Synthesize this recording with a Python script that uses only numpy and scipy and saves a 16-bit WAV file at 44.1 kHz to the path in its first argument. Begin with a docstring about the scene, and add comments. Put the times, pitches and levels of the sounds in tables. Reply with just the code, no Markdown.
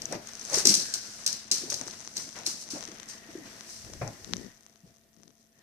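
"""Small dogs scramble on a fabric sofa: grip ticks and rustling cloth (shaped noise) come first, with a few
faint claw snaps (noise bursts) and paw thumps (damped sines); from 0.65 s these grow loud, thinning by 3.5 s.
At 4 s the housing of the hand-held camera wobbles and the sofa frame is knocked (ringing modes); a hand rubs
the housing at 4.3 and 5.2 s (noise and a run of pats). An appliance hum (unsteady sines) wavers, and is
weaker after 4.5 s. Two unlike ports hear it, the left ringing near 6 kHz."""
import sys
import numpy as np
from scipy import signal
from scipy.fft import rfft, irfft, next_fast_len
from scipy.io import wavfile

SR = 44100
rng = np.random.default_rng(int(sys.argv[2]) if len(sys.argv) > 2 else 0)


def to_wav(sig):
    """Store sig (one row per channel, or 1-D mono) as 16-bit WAV at the path in sys.argv[1].

    Samples outside -1..1 are clipped; the rate is SR.
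    """
    pcm = np.clip(np.atleast_2d(sig), -1, 1) * 32767
    pcm = np.round(pcm).astype(np.int16)
    wavfile.write(sys.argv[1], SR, pcm.T)  # frames by channels


def ratio(d):
    """dB to gain"""
    e = np.asarray(d, float) / 20
    return 10 ** e


N = 247842


def unit(x):
    """Scale to rms 1."""
    return x / np.sqrt(np.mean(x ** 2) + 1e-20)


def sides(left_db, right_db):
    """Left and right gains as two rows, from constants or curves in dB."""
    return ratio(np.array([left_db, right_db])).reshape(2, -1)


def along(points, hz):
    """Interpolate (Hz, value) points on a log frequency axis."""
    f, v = np.transpose(points)
    return np.interp(np.log(hz + 1), np.log(f + 1), v)


def curves(rows):
    """One value per sample for each column after the time."""
    s, *cols = np.transpose(rows)
    return [np.interp(np.arange(N) / SR, s, c) for c in cols]


def swells(bed_db, s, rise_s, t60_s, db):
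    """Level in dB of a bed plus events that climb 25 dB in the rise time and die away; powers add."""
    t = np.arange(0, N + 32, 32) / SR - np.reshape(s, (-1, 1))
    climb_db = -25 * t / rise_s[:, None]
    decay_db = 60 * t / t60_s[:, None]
    drop_db = np.where(t < 0, climb_db, decay_db)
    power = np.sum(ratio(db[:, None] - drop_db) ** 2, axis=0)
    power = np.interp(np.arange(N) / 32, np.arange(power.size), power)
    return 10 * np.log10(ratio(bed_db) ** 2 + power)


def filtered(x, response):
    """x times a complex response of frequency."""
    m = 2 * next_fast_len(x.shape[-1] // 2 + 4096)
    spectrum = rfft(x, m) * response(np.fft.rfftfreq(m, 1 / SR))
    return irfft(spectrum, m)[..., :x.shape[-1]]


def causal(db):
    """Minimum-phase response of a gain curve, by folding its cepstrum."""
    c = irfft(db * np.log(10) / 20)
    half = c.shape[-1] // 2
    c[..., 1:half] *= 2
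    c[..., half + 1:] = 0
    return np.exp(rfft(c))


# Port colours. Each row: frequency in Hz, relative gain in dB.
LEFT_PORT = [(300, -19.5), (1000, -15), (1850, -17), (2500, -22.5), (3500, -15), (5000, -6.5), (5900, -3.5),
             (6300, -5), (7200, -21.5), (10000, -27.5), (14000, -53)]
RIGHT_PORT = [(300, -17), (1000, -15.5), (2200, -25.5), (3300, -17.5), (4200, -15.5), (6000, -14.5),
              (7600, -12.5), (8600, -16), (10000, -18.5), (14000, -22.5)]


def ports(x, colour):
    """A source colour as the left and right ports hear it, each response of unit energy."""
    hz = np.fft.rfftfreq(n=4096, d=1 / SR)
    port_db = np.array([along(LEFT_PORT, hz), along(RIGHT_PORT, hz)])
    ring = irfft(causal(along(colour, hz) + port_db))
    ring = ring / np.linalg.norm(ring, axis=1, keepdims=True)
    return signal.oaconvolve(x, ring, axes=1)[:, :N]


# Likeness of the channels. 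Each row: frequency in Hz, left-right likeness from 0 to 1.
LIKENESS = [(40, 0.18), (130, 0.78), (300, 0.91), (650, 0.5), (1400, .15), (4000, 0.039)]


def rush(grit_db, per_s):
    """Stereo noise, alike in the bass, whose level wanders between random values, per_s of them a second."""
    jumps_db = grit_db * rng.standard_normal(size=8192)
    level_db = np.interp(np.arange(N) * per_s / SR, np.arange(jumps_db.size), jumps_db)
    pair = unit(rng.standard_normal((2, N)) * ratio(level_db))

    def mid_side(hz):
        turn = np.arccos(np.clip(along(LIKENESS, hz), 0, 1)) / 2
        return np.array([np.cos(turn), np.sin(turn)])

    mid, side = filtered(pair, mid_side)
    return np.array([mid + side, mid - side])


def blows(times_s, level_db, life_s, low_hz, high_hz):
    """Noise bursts that swell and fade, sized by their energy in a band; one row of levels per channel."""
    life_s = np.reshape(life_s, (-1, 1))
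    u = np.arange(512) / SR / life_s
    burst = rng.standard_normal((len(times_s), u.shape[1])) * (u + 0.32) * np.exp(-u)
    hz = np.fft.rfftfreq(u.shape[1], 1 / SR)
    in_band = np.abs(rfft(burst)[:, (hz > low_hz) & (hz < high_hz)]) ** 2
    energy = SR * (0.00015 + 0.22 * life_s)  # the port's ring plus the burst's own length
    burst *= np.sqrt(energy / in_band.mean(axis=1, keepdims=True))
    start = np.round(np.asarray(times_s) * SR).astype(int)
    at = (start[:, None] + np.arange(u.shape[1])).ravel()
    gains = ratio(np.array(level_db))
    return np.array([np.bincount(at, (burst * g[:, None]).ravel(), N + SR)[:N] for g in gains])


# Room decay. Each row: frequency in Hz, t60 in seconds.
ROOM_T60 = [(200, 0.2), (1000, 0.88), (4000, 0.56), (10000, 0.043), (15000, 0.39)]


def room(x, early_db, gap_s):
    """Diffuse room answer, a new noise tail every quarter second; each frequency dies at its own speed."""
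    step, out = SR // 4, np.zeros((2, N + 2 * SR))
    for at in range(0, N, step):
        hz, t, z = signal.stft(rng.standard_normal((2, SR // 2)), SR, nperseg=256)
        late = ratio(-60 * t / along(ROOM_T60, hz)[:, None])
        early = 1 + ratio(early_db - 60 * t / 0.024)
        shape = late * early * np.clip(t / gap_s, 0, 1)
        tail = signal.istft(z * shape, SR, nperseg=256)[1]
        wet = signal.fftconvolve(x[:, at:at + step], tail / np.linalg.norm(tail[0]), axes=1)
        out[:, at:at + wet.shape[1]] += wet
    return out[:, :N]


# Paws drag over the cover. Each row: time of full strength in seconds, rise in seconds, t60 in seconds,
# weave hiss in dB at the right, duller scuff in dB at the right.
STROKE_ROWS = [(.128, 0.43, 0.12, -51.5, -50.5), (.155, 0.066, 0.061, -64, -45.5),
               (.277, 0.16, 0.73, -51.5, -53.5), (.545, 0.032, 0.24, -27.5, -40.5),
               (.595, 0.15, 0.2, -27, -40), (0.655, 0.0078, 0.38, -24.5, -41.5),
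               (0.689, 0.03, 0.56, -21.5, -41), (.737, 0.059, 0.21, -37, -52),
               (0.941, 0.0055, 0.2, -32.5, -50), (1.266, 0.0055, 0.49, -32.5, -48),
               (1.517, 0.0035, 0.47, -28, -46.5), (1.576, .05, 0.9, -45.5, -54),
               (1.701, .005, 0.28, -35.5, -54), (1.735, .03, 0.57, -39.5, -56),
               (2.167, 0.026, 0.59, -37, -49), (2.368, 0.046, 0.45, -52, -47.5),
               (2.467, 0.015, 0.38, -31, -46), (2.615, 0.094, 0.26, -41.5, -69),
               (2.707, 0.0069, 0.55, -38.5, -52.5), (2.773, 0.12, 0.34, -55, -60),
               (3.097, 0.029, 0.34, -42, -53), (3.305, 0.019, 0.56, -55, -61.5),
               (3.473, 0.092, 1.7, -56, -53), (3.7, 0.064, 0.95, -45, -64),
               (4.878, 0.094, 0.52, -70, -72.5), (5.407, 0.056, 0.18, -66.5, -93)]
# Restless bed under the strokes. Each row: time in seconds, hiss in dB at the right, scuff in dB at the right
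# before its swells, rumble in dB at the left, base level of faint grip ticks in dB at the left.
BED = [(0, -61, -55, -58, -46), (.2, -64, -61, -71, -52), (.45, -47.5, -54, -52.5, -31),
       (1.05, -45.5, -57, -57.5, -37), (1.24, -48.5, -53.5, -66, -38), (1.45, -62, -59, -69, -37.5),
       (1.9, -50.5, -54, -63, -30.5), (2.14, -52.5, -59.5, -69, -36.5), (2.4, -61, -70, -69, -34.5),
       (2.9, -60, -54, -56, -37), (3.3, -66.5, -59, -58.5, -41), (3.6, -55.5, -60, -61, -45.5),
       (4.42, -57, -59, -60.5, -51), (4.55, -70.5, -68, -65, -44), (4.8, -80, -77.5, -72, -52),
       (5.45, -89.5, -88, -71, -55), (5.62, -90, -70, -68.5, -53)]


def hiss_level():
    """Level of the weave hiss in dB at the right: strokes over the bed."""
    s, rise_s, t60_s, hiss_db, _ = np.transpose(STROKE_ROWS)
    return swells(curves(BED)[0], s, rise_s, t60_s, hiss_db)


# Claws leaving the weave. Each row: time in seconds, level in dB at the right.
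SNAP_ROWS = [(0.019, -26), (0.1245, -24), (0.287, -33), (.654, -5.5), (0.671, -4), (0.693, -11),
             (0.7407, -8.5), (0.751, -11.5), (0.939, -14), (0.9466, -26.5), (1.2636, -11), (1.2764, -14),
             (1.328, -22), (1.5141, -9.5), (1.5208, -14), (1.532, -24.5), (1.7015, -20.5), (1.7268, -22.5),
             (1.7419, -19.5), (1.876, -29.5), (2.169, -22), (2.1779, -22), (2.4638, -14.5), (2.4729, -21),
             (2.7034, -31), (2.71, -34), (3.0873, -34)]
# Colour of the weave, also of its hiss. Each row: frequency in Hz, relative level in dB per Hz.
WEAVE_COLOUR = [(1000, -45.5), (2500, -8.5), (3400, -12.5), (4100, -5), (9000, -2), (15000, -13.5)]


def claws():
    """Each snap is two threads letting go; picked threads crackle at the hiss level; the room answers snaps."""
    left_over_right_db, left_lag_s = 5, .0001
    thread_s, thread_db = .0022, -6.5  # second thread after the snap
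    pick_db, pick_spread_db = -7.5, 1  # picked threads over the hiss
    s, db = np.transpose(SNAP_ROWS)
    plain = blows(s, [db + 3.5, db - 0.5], life_s=.000005, low_hz=4000, high_hz=9000)

    draws = rng.random(size=(2200, 2))
    s_pick = draws[:, 0] * N / SR
    hiss_db = hiss_level()[(draws[:, 0] * N).astype(int)]
    db_pick = hiss_db + pick_db - pick_spread_db * np.log(draws[:, 1]).clip(-3)

    s = np.r_[s - .0004, s + thread_s, s_pick + .001]
    db = np.r_[db, db + thread_db, db_pick]
    left, right = blows(s, [db + left_over_right_db, db], life_s=0.00095, low_hz=4000, high_hz=9000)
    direct = np.array([np.roll(left, round(left_lag_s * SR)), right])
    return ports(direct + room(plain, early_db=-26.5, gap_s=0.0097), WEAVE_COLOUR)


# Bodies shift weight, cushions rumble. Each row: time of full strength in seconds, rise in seconds,
# t60 in seconds, level in dB at the left.
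SHIFT_ROWS = [(.153, 0.18, 0.22, -36.5), (.55, 0.18, 0.8, -50), (0.719, 0.11, 0.53, -36.5),
              (1.334, 0.45, 0.32, -54.5), (1.518, 0.022, 0.82, -50.5), (1.74, 0.39, 0.51, -47),
              (1.88, .15, 0.47, -53), (2.23, 0.48, .6, -51.5), (2.369, 0.035, 2.3, -55),
              (2.754, 0.039, 0.34, -42), (3.29, .02, 0.51, -52), (3.365, 0.061, 0.91, -49.5),
              (3.9, 0.18, 0.58, -48.5), (4.019, 0.011, 0.65, -41), (4.85, .03, 0.45, -58.5)]
# Colours of scuff and rumble. Each row: frequency in Hz, relative level in dB per Hz.
SCUFF_COLOUR = [(500, -8), (1000, -9.5), (1700, -3), (2000, -2), (2400, -1.5), (5000, -19)]
RUMBLE_COLOUR = [(40, -29.5), (120, 1.5), (250, 3), (400, -2), (650, -6), (1200, -30.5)]


def cloth():
    """Blanket and sofa cover rub: gritty hiss, duller scuff, low rumble, all shaped noise."""
    s, rise_s, t60_s, _, db = np.transpose(STROKE_ROWS)
    _, scuff_bed_db, rumble_bed_db, _ = curves(BED)
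    hiss_db = hiss_level()
    scuff_db = swells(scuff_bed_db, s, rise_s, 1.24 * t60_s, db)  # scuff outlasts the hiss
    rumble_db = swells(rumble_bed_db, *np.transpose(SHIFT_ROWS))
    hiss = sides(hiss_db + 3.0, hiss_db) * ports(rush(grit_db=1.5, per_s=300), WEAVE_COLOUR)
    scuff = sides(scuff_db + 4.5, scuff_db) * ports(rush(grit_db=2, per_s=120), SCUFF_COLOUR)
    rumble = sides(rumble_db, rumble_db - 2.0) * ports(rush(grit_db=3.5, per_s=70), RUMBLE_COLOUR)
    return hiss + scuff + rumble


# Paws on the cushions. Each row: time in seconds, pad peak in dB before the port gains, pad pitch in Hz.
THUMP_ROWS = [(0.132, -38, 610), (0.148, -34, 390), (0.574, -26, 396), (0.655, -23.5, 377),
              (0.671, -26, 260), (0.685, -30, 330), (0.698, -27, 197), (0.707, -28.5, 333),
              (0.722, -35, 200.5), (0.774, -38, 200), (1.514, -38.5, 355), (1.637, -33.5, 354),
              (1.656, -40.5, 248), (1.721, -39, 575), (1.813, -39.5, 245), (1.868, -38.5, 358),
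              (1.894, -48, 188), (2.476, -38, 328), (2.736, -32.5, 294), (2.887, -41, 320),
              (3.291, -41, 303), (3.355, -29.5, 349), (3.383, -36, 327), (3.42, -43.5, 261),
              (4.031, -34, 147), (4.338, -33, 193), (4.836, -49, 171), (4.868, -56.5, 112.5)]
# Cushion resonances. Each row: frequency in Hz, width in Hz, relative gain in dB.
CUSHION_MODES = [(191, 38, -7), (355.5, 76, 7.5), (610, 330, -7)]


def paws():
    """The pressed pad of stuffing rings a few cycles; the push sets the cushion's low resonances going."""
    die_cycles, rise_cycles, contact_cycles = 13, .9, .15  # dies by 60 dB
    body_db = 26  # gain of the cushion under the pad
    s, db, hz = np.transpose(THUMP_ROWS)
    cycles = np.arange(2048) / SR * hz[:, None]
    swell = (1 - np.exp(-cycles / rise_cycles)) * ratio(-60 * cycles / die_cycles)
    ring = -np.sin(2 * np.pi * cycles) * swell
    shove = cycles * np.exp(-cycles / contact_cycles)
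    at = np.round((s - .002) * SR).astype(int)[:, None] + np.arange(cycles.shape[1])

    def place(rows, size):
        scaled = rows * (ratio(db) / size)[:, None]
        return np.bincount(at.ravel(), scaled.ravel(), N)[:N] * sides(1.5, -1.0)

    def body(f):
        total = 0
        for k, (centre, width, gain_db) in enumerate(CUSHION_MODES):
            mode = 1j * f * width / (centre * centre - f * f + 1j * f * width)
            total = total + (-1) ** k * ratio(gain_db) * mode
        return total

    pad = place(ring, np.abs(ring).max(axis=1))
    cushion = filtered(place(shove, shove.sum(axis=1)), body)
    thud = pad - ratio(body_db) * cushion
    return thud + ratio(-12.0) * room(thud, early_db=1, gap_s=.006)


# Landing bodies press air out of the stuffing. Each row: time of full strength in seconds, rise in seconds,
# t60 in seconds, level in dB rms at the right.
PUFF_ROWS = [(0.128, 0.018, 0.29, -36), (0.535, 0.065, 0.32, -36.5), (.654, 0.0045, 0.29, -44.5),
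             (1.722, 0.0033, .17, -42.5), (1.811, 0.005, 0.27, -46.5), (2.365, .004, 0.72, -49),
             (2.758, 0.003, 0.2, -42), (4.016, .004, 0.24, -36), (4.075, .03, 0.17, -45)]
# Colour of the puffs. Each row: frequency in Hz, relative level in dB per Hz.
PUFF_COLOUR = [(80, -16.5), (250, -3.5), (600, 6.5), (1000, -4), (1500, -7), (2500, -2.5), (3200, -32)]


def landings():
    """Air pressed out by each landing dies away as dull, lumpy noise."""
    air_db = swells(-120, *np.transpose(PUFF_ROWS))
    return sides(air_db + 2.5, air_db) * ports(rush(grit_db=1.0, per_s=200), PUFF_COLOUR)


# Something hard meets the frame. Each row: time in seconds, level in dB before the port gains.
KNOCK_ROWS = [(4.0125, -30), (4.067, -41)]
# Modes of the sofa's wooden frame. Each row: frequency in Hz, mean relative level in dB, t60 in seconds.
FRAME_MODES = [(115, 2, 0.11), (187, -4.5, 0.055), (560, -10.5, 0.13), (705, -5.5, .08), (810, -8, 0.12),
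               (1048, -7.5, 0.086), (1370, -12, 0.094), (1700, -16.5, .1), (2040, -23, .12),
               (2207, -20, .12)]


def frame():
    """Each knock rings the frame's modes at new strengths and phases."""
    t, out = np.arange(SR // 4) / SR, np.zeros(N + SR)
    for s, db in KNOCK_ROWS:
        ring = np.zeros(t.size)
        for hz, mode_db, t60_s in FRAME_MODES:
            level = ratio(db + mode_db + rng.normal(0, 2.1) - 60 * t / t60_s)
            ring += level * np.sin(2 * np.pi * hz * t + rng.normal(0, 1))
        out[round(s * SR):][:t.size] += ring * (1 - np.exp(-t / 0.0011))
    pair = out[:N] * sides(1.5, -1.5)
    return pair + ratio(-10.5) * room(pair, early_db=7.5, gap_s=0.0048)


# The grip creeps on the housing. Each row: time in seconds, tick level in dB at the left,
# low knock in dB relative to the tick.
TICK_ROWS = [(0.0559, -14, -37), (0.2732, -21.5, -24), (0.335, -23, -8.5), (0.3535, -22, -15),
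             (.3956, -24, -29.5), (.413, -23, -28), (.452, -19, -15), (.5, -19, -29.5), (0.532, -17, -42),
             (0.544, -4, -39.5), (0.5644, -14, -39), (0.586, -6.5, -37.5), (1.2455, -25, -20),
             (1.483, -29, -7), (1.723, -13.5, -6), (1.8134, -14, -9), (1.882, -20.5, -3.5),
             (2.076, -19, -6.5), (2.2916, -23.5, -12), (2.3886, -22.5, -17), (2.8087, -22, -6),
             (2.827, -19.5, -4), (2.839, -22, -11), (2.853, -20.5, -9), (2.877, -23.5, -8.5),
             (2.9997, -23, -6), (3.0318, -25, -2), (3.609, -25, -1.5), (3.8488, -28, -7),
             (3.9361, -24.5, -5), (4.0775, -19.5, -10), (4.2463, -23, -8.5), (4.3358, -13.5, 3.5),
             (4.368, -18, -14), (4.6648, -32.5, -5), (4.7587, -41.5, 0), (5.143, -47.5, -11),
             (5.166, -43, -7), (5.2, -48, -1), (5.234, -34, -6), (5.2796, -37.5, -7), (5.306, -44, -1)]
# Colours of a slipping fingertip and a housing knock. 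Each row: frequency in Hz, relative level in dB per Hz.
SLIP_COLOUR = [(1000, -45.5), (3500, -25), (5000, -6.5), (6000, -0.5), (7500, 3.5), (12000, -1.5),
               (15000, -11.5)]
HOUSING_COLOUR = [(150, -5.5), (1000, -2.5), (1400, -2.5), (1800, -2), (2300, -1.5), (4000, -7.5),
                  (6000, -33.5)]


def grip():
    """Dry ticks carried by the housing, mostly to the left port, among many fainter ones."""
    s, db, knock_db = np.transpose(TICK_ROWS)
    draws = rng.random(size=(560, 2))
    s_faint = (draws[:, 0] * N + 512) / SR
    base_db = curves(BED)[3][(draws[:, 0] * N).astype(int)]
    db_faint = base_db + np.minimum(-2.8 * np.log(draws[:, 1]), 11)
    s, db = np.r_[s, s_faint], np.r_[db, db_faint]
    knock_db = np.r_[knock_db, np.full(len(draws), -9.5)]
    life_s = .00002 * ratio(-knock_db - 5.5)  # soft slips knock less and last longer
    slip = blows(s - .0003 - life_s, [db, db - 26.0], life_s, low_hz=4520, high_hz=6940)
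    knock_levels = [db + knock_db, db + knock_db - 22.5]
    knock = blows(s - .0003, knock_levels, life_s=.00004, low_hz=800, high_hz=2800)
    return ports(slip, SLIP_COLOUR) + ports(knock, HOUSING_COLOUR)


# A hand rubs at the left port. Each row: start in seconds, end in seconds, level of the pats in dB at the left.
RUB_ROWS = [(4.256, 4.485, -42.5), (5.155, 5.314, -58.5)]
# Deep wobble of the hand-held housing. Each row: time in seconds, mean level of the ports in dB.
SWAY_ROWS = [(0, -62.5), (.7, -75), (1, -67), (3.7, -70.5), (3.85, -54), (3.99, -51), (4.02, -44),
             (4.15, -64.5), (4.35, -52), (4.6, -74), (4.81, -80), (4.85, -62), (4.95, -74.5), (5.62, -80.5)]
# Colours of skin on the housing and of the wobble. Each row: frequency in Hz, relative level in dB per Hz.
PALM_COLOUR = [(40, -20.5), (110, -4), (200, 6), (400, -2.5), (700, -21), (1200, -31.5)]
DEEP_COLOUR = [(10, -25.5), (40, -8), (100, -4.5), (170, -11.5), (300, -49)]


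def hand():
    """The housing wobbles deeply; twice the hand rubs, sticking and slipping in a quick run of pats."""
    judder_hz, scatter_cycles, edge_s = 58, .04, .05
    t = np.arange(N) / SR
    rub = np.zeros(N)
    for start_s, end_s, db in RUB_ROWS:
        inside_s = np.minimum(t - start_s, end_s - t)
        rub += ratio(db) * np.clip(inside_s / edge_s + .5, 0, 1) ** 2
    rub = rub * sides(0, -17.)
    count = int(N / SR * judder_hz)
    at = (np.arange(count) + scatter_cycles * rng.standard_normal(count)) * SR / judder_hz
    strength = ratio(2.1 * rng.standard_normal(count))
    pats = unit(np.bincount(at.clip(0).astype(int), strength, N)[:N])
    skin = pats + ratio(-3.5) * rush(grit_db=0.2, per_s=55)
    sway_db = curves(SWAY_ROWS)[0]
    sway = sides(sway_db + 2.5, sway_db - 2.5) * ports(rush(grit_db=0.5, per_s=21), DEEP_COLOUR)
    return ports(rub * skin, PALM_COLOUR) + sway


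# A faint airy band comes and goes. Each row: time in seconds, centre in Hz, level in dB at the right.
AIRY_ROWS = [(.75, 1700, -85), (.85, 1650, -53), (1.15, 1480, -61.5), (1.25, 1500, -87), (2.9, 1850, -79),
             (3.05, 1880, -63), (3.45, 1880, -60.5), (3.7, 1880, -77), (4.45, 1870, -62), (4.7, 1870, -83),
             (5.5, 1860, -84.5), (5.58, 1860, -74.5)]


def airy():
    """Narrow noise: slow noise pairs modulate a carrier at a slowly moving centre."""
    hz, db = curves(AIRY_ROWS)
    slow = unit(filtered(rng.standard_normal((2, 2, N)), lambda f: 1 / (1 + (f / 120) ** 2)))
    turn = 2 * np.pi * np.cumsum(hz) / SR
    return sides(db + 3, db) * (slow[0] * np.cos(turn) + slow[1] * np.sin(turn))


# Motor lines. Each row: frequency in Hz, level in dB rms before the background gain, line width in Hz.
HUM_LINES = [(220.7, -72, 3), (667.5, -78, 1), (694.4, -83, 1.5)]
# Background levels wander, lower after 4.5 s. 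Each row: time in seconds, mean hum gain in dB,
# preamplifier hiss in dB rms.
BACKGROUND = [(0, 13, -57), (.5, 8, -64), (1.4, 8.5, -86), (1.7, 6, -72), (3.6, 8.5, -60),
              (4.4, 4.5, -60.5), (4.6, 1.5, -67), (5.62, -2, -70)]


def hum():
    """Appliance motor lines, slightly unsteady: each phase takes a random walk."""
    t = np.arange(N) / SR
    tone = np.zeros(N)
    for hz, db, width_hz in HUM_LINES:
        drift = np.cumsum(rng.standard_normal(N)) * np.sqrt(2 * np.pi * width_hz / SR)
        tone += ratio(db) * np.sqrt(2) * np.sin(2 * np.pi * hz * t + drift)
    gain_db = curves(BACKGROUND)[0]
    return tone * sides(gain_db + 2.5, gain_db - 3)


def scene():
    """All sources as they reach the two ports."""
    return claws() + cloth() + paws() + landings() + frame() + grip() + hand() + airy() + hum()


def roll_off(x):
    """The treble ends steeply here."""
    return signal.sosfilt(signal.butter(12, 15510, fs=SR, output="sos"), x)


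def record(dry):
    """Preamplifier hiss, a hard ceiling and a steep band limit from 14.5 kHz."""
    hiss = ratio(curves(BACKGROUND)[1]) * rng.standard_normal(dry.shape)
    limited = np.clip(dry + hiss, -1, 1)
    mix = filtered(limited, lambda hz: ratio(-np.clip((hz - 14500) / 25, 0, 45)))
    return roll_off(mix)


dry = scene()
out = record(dry)
to_wav(out)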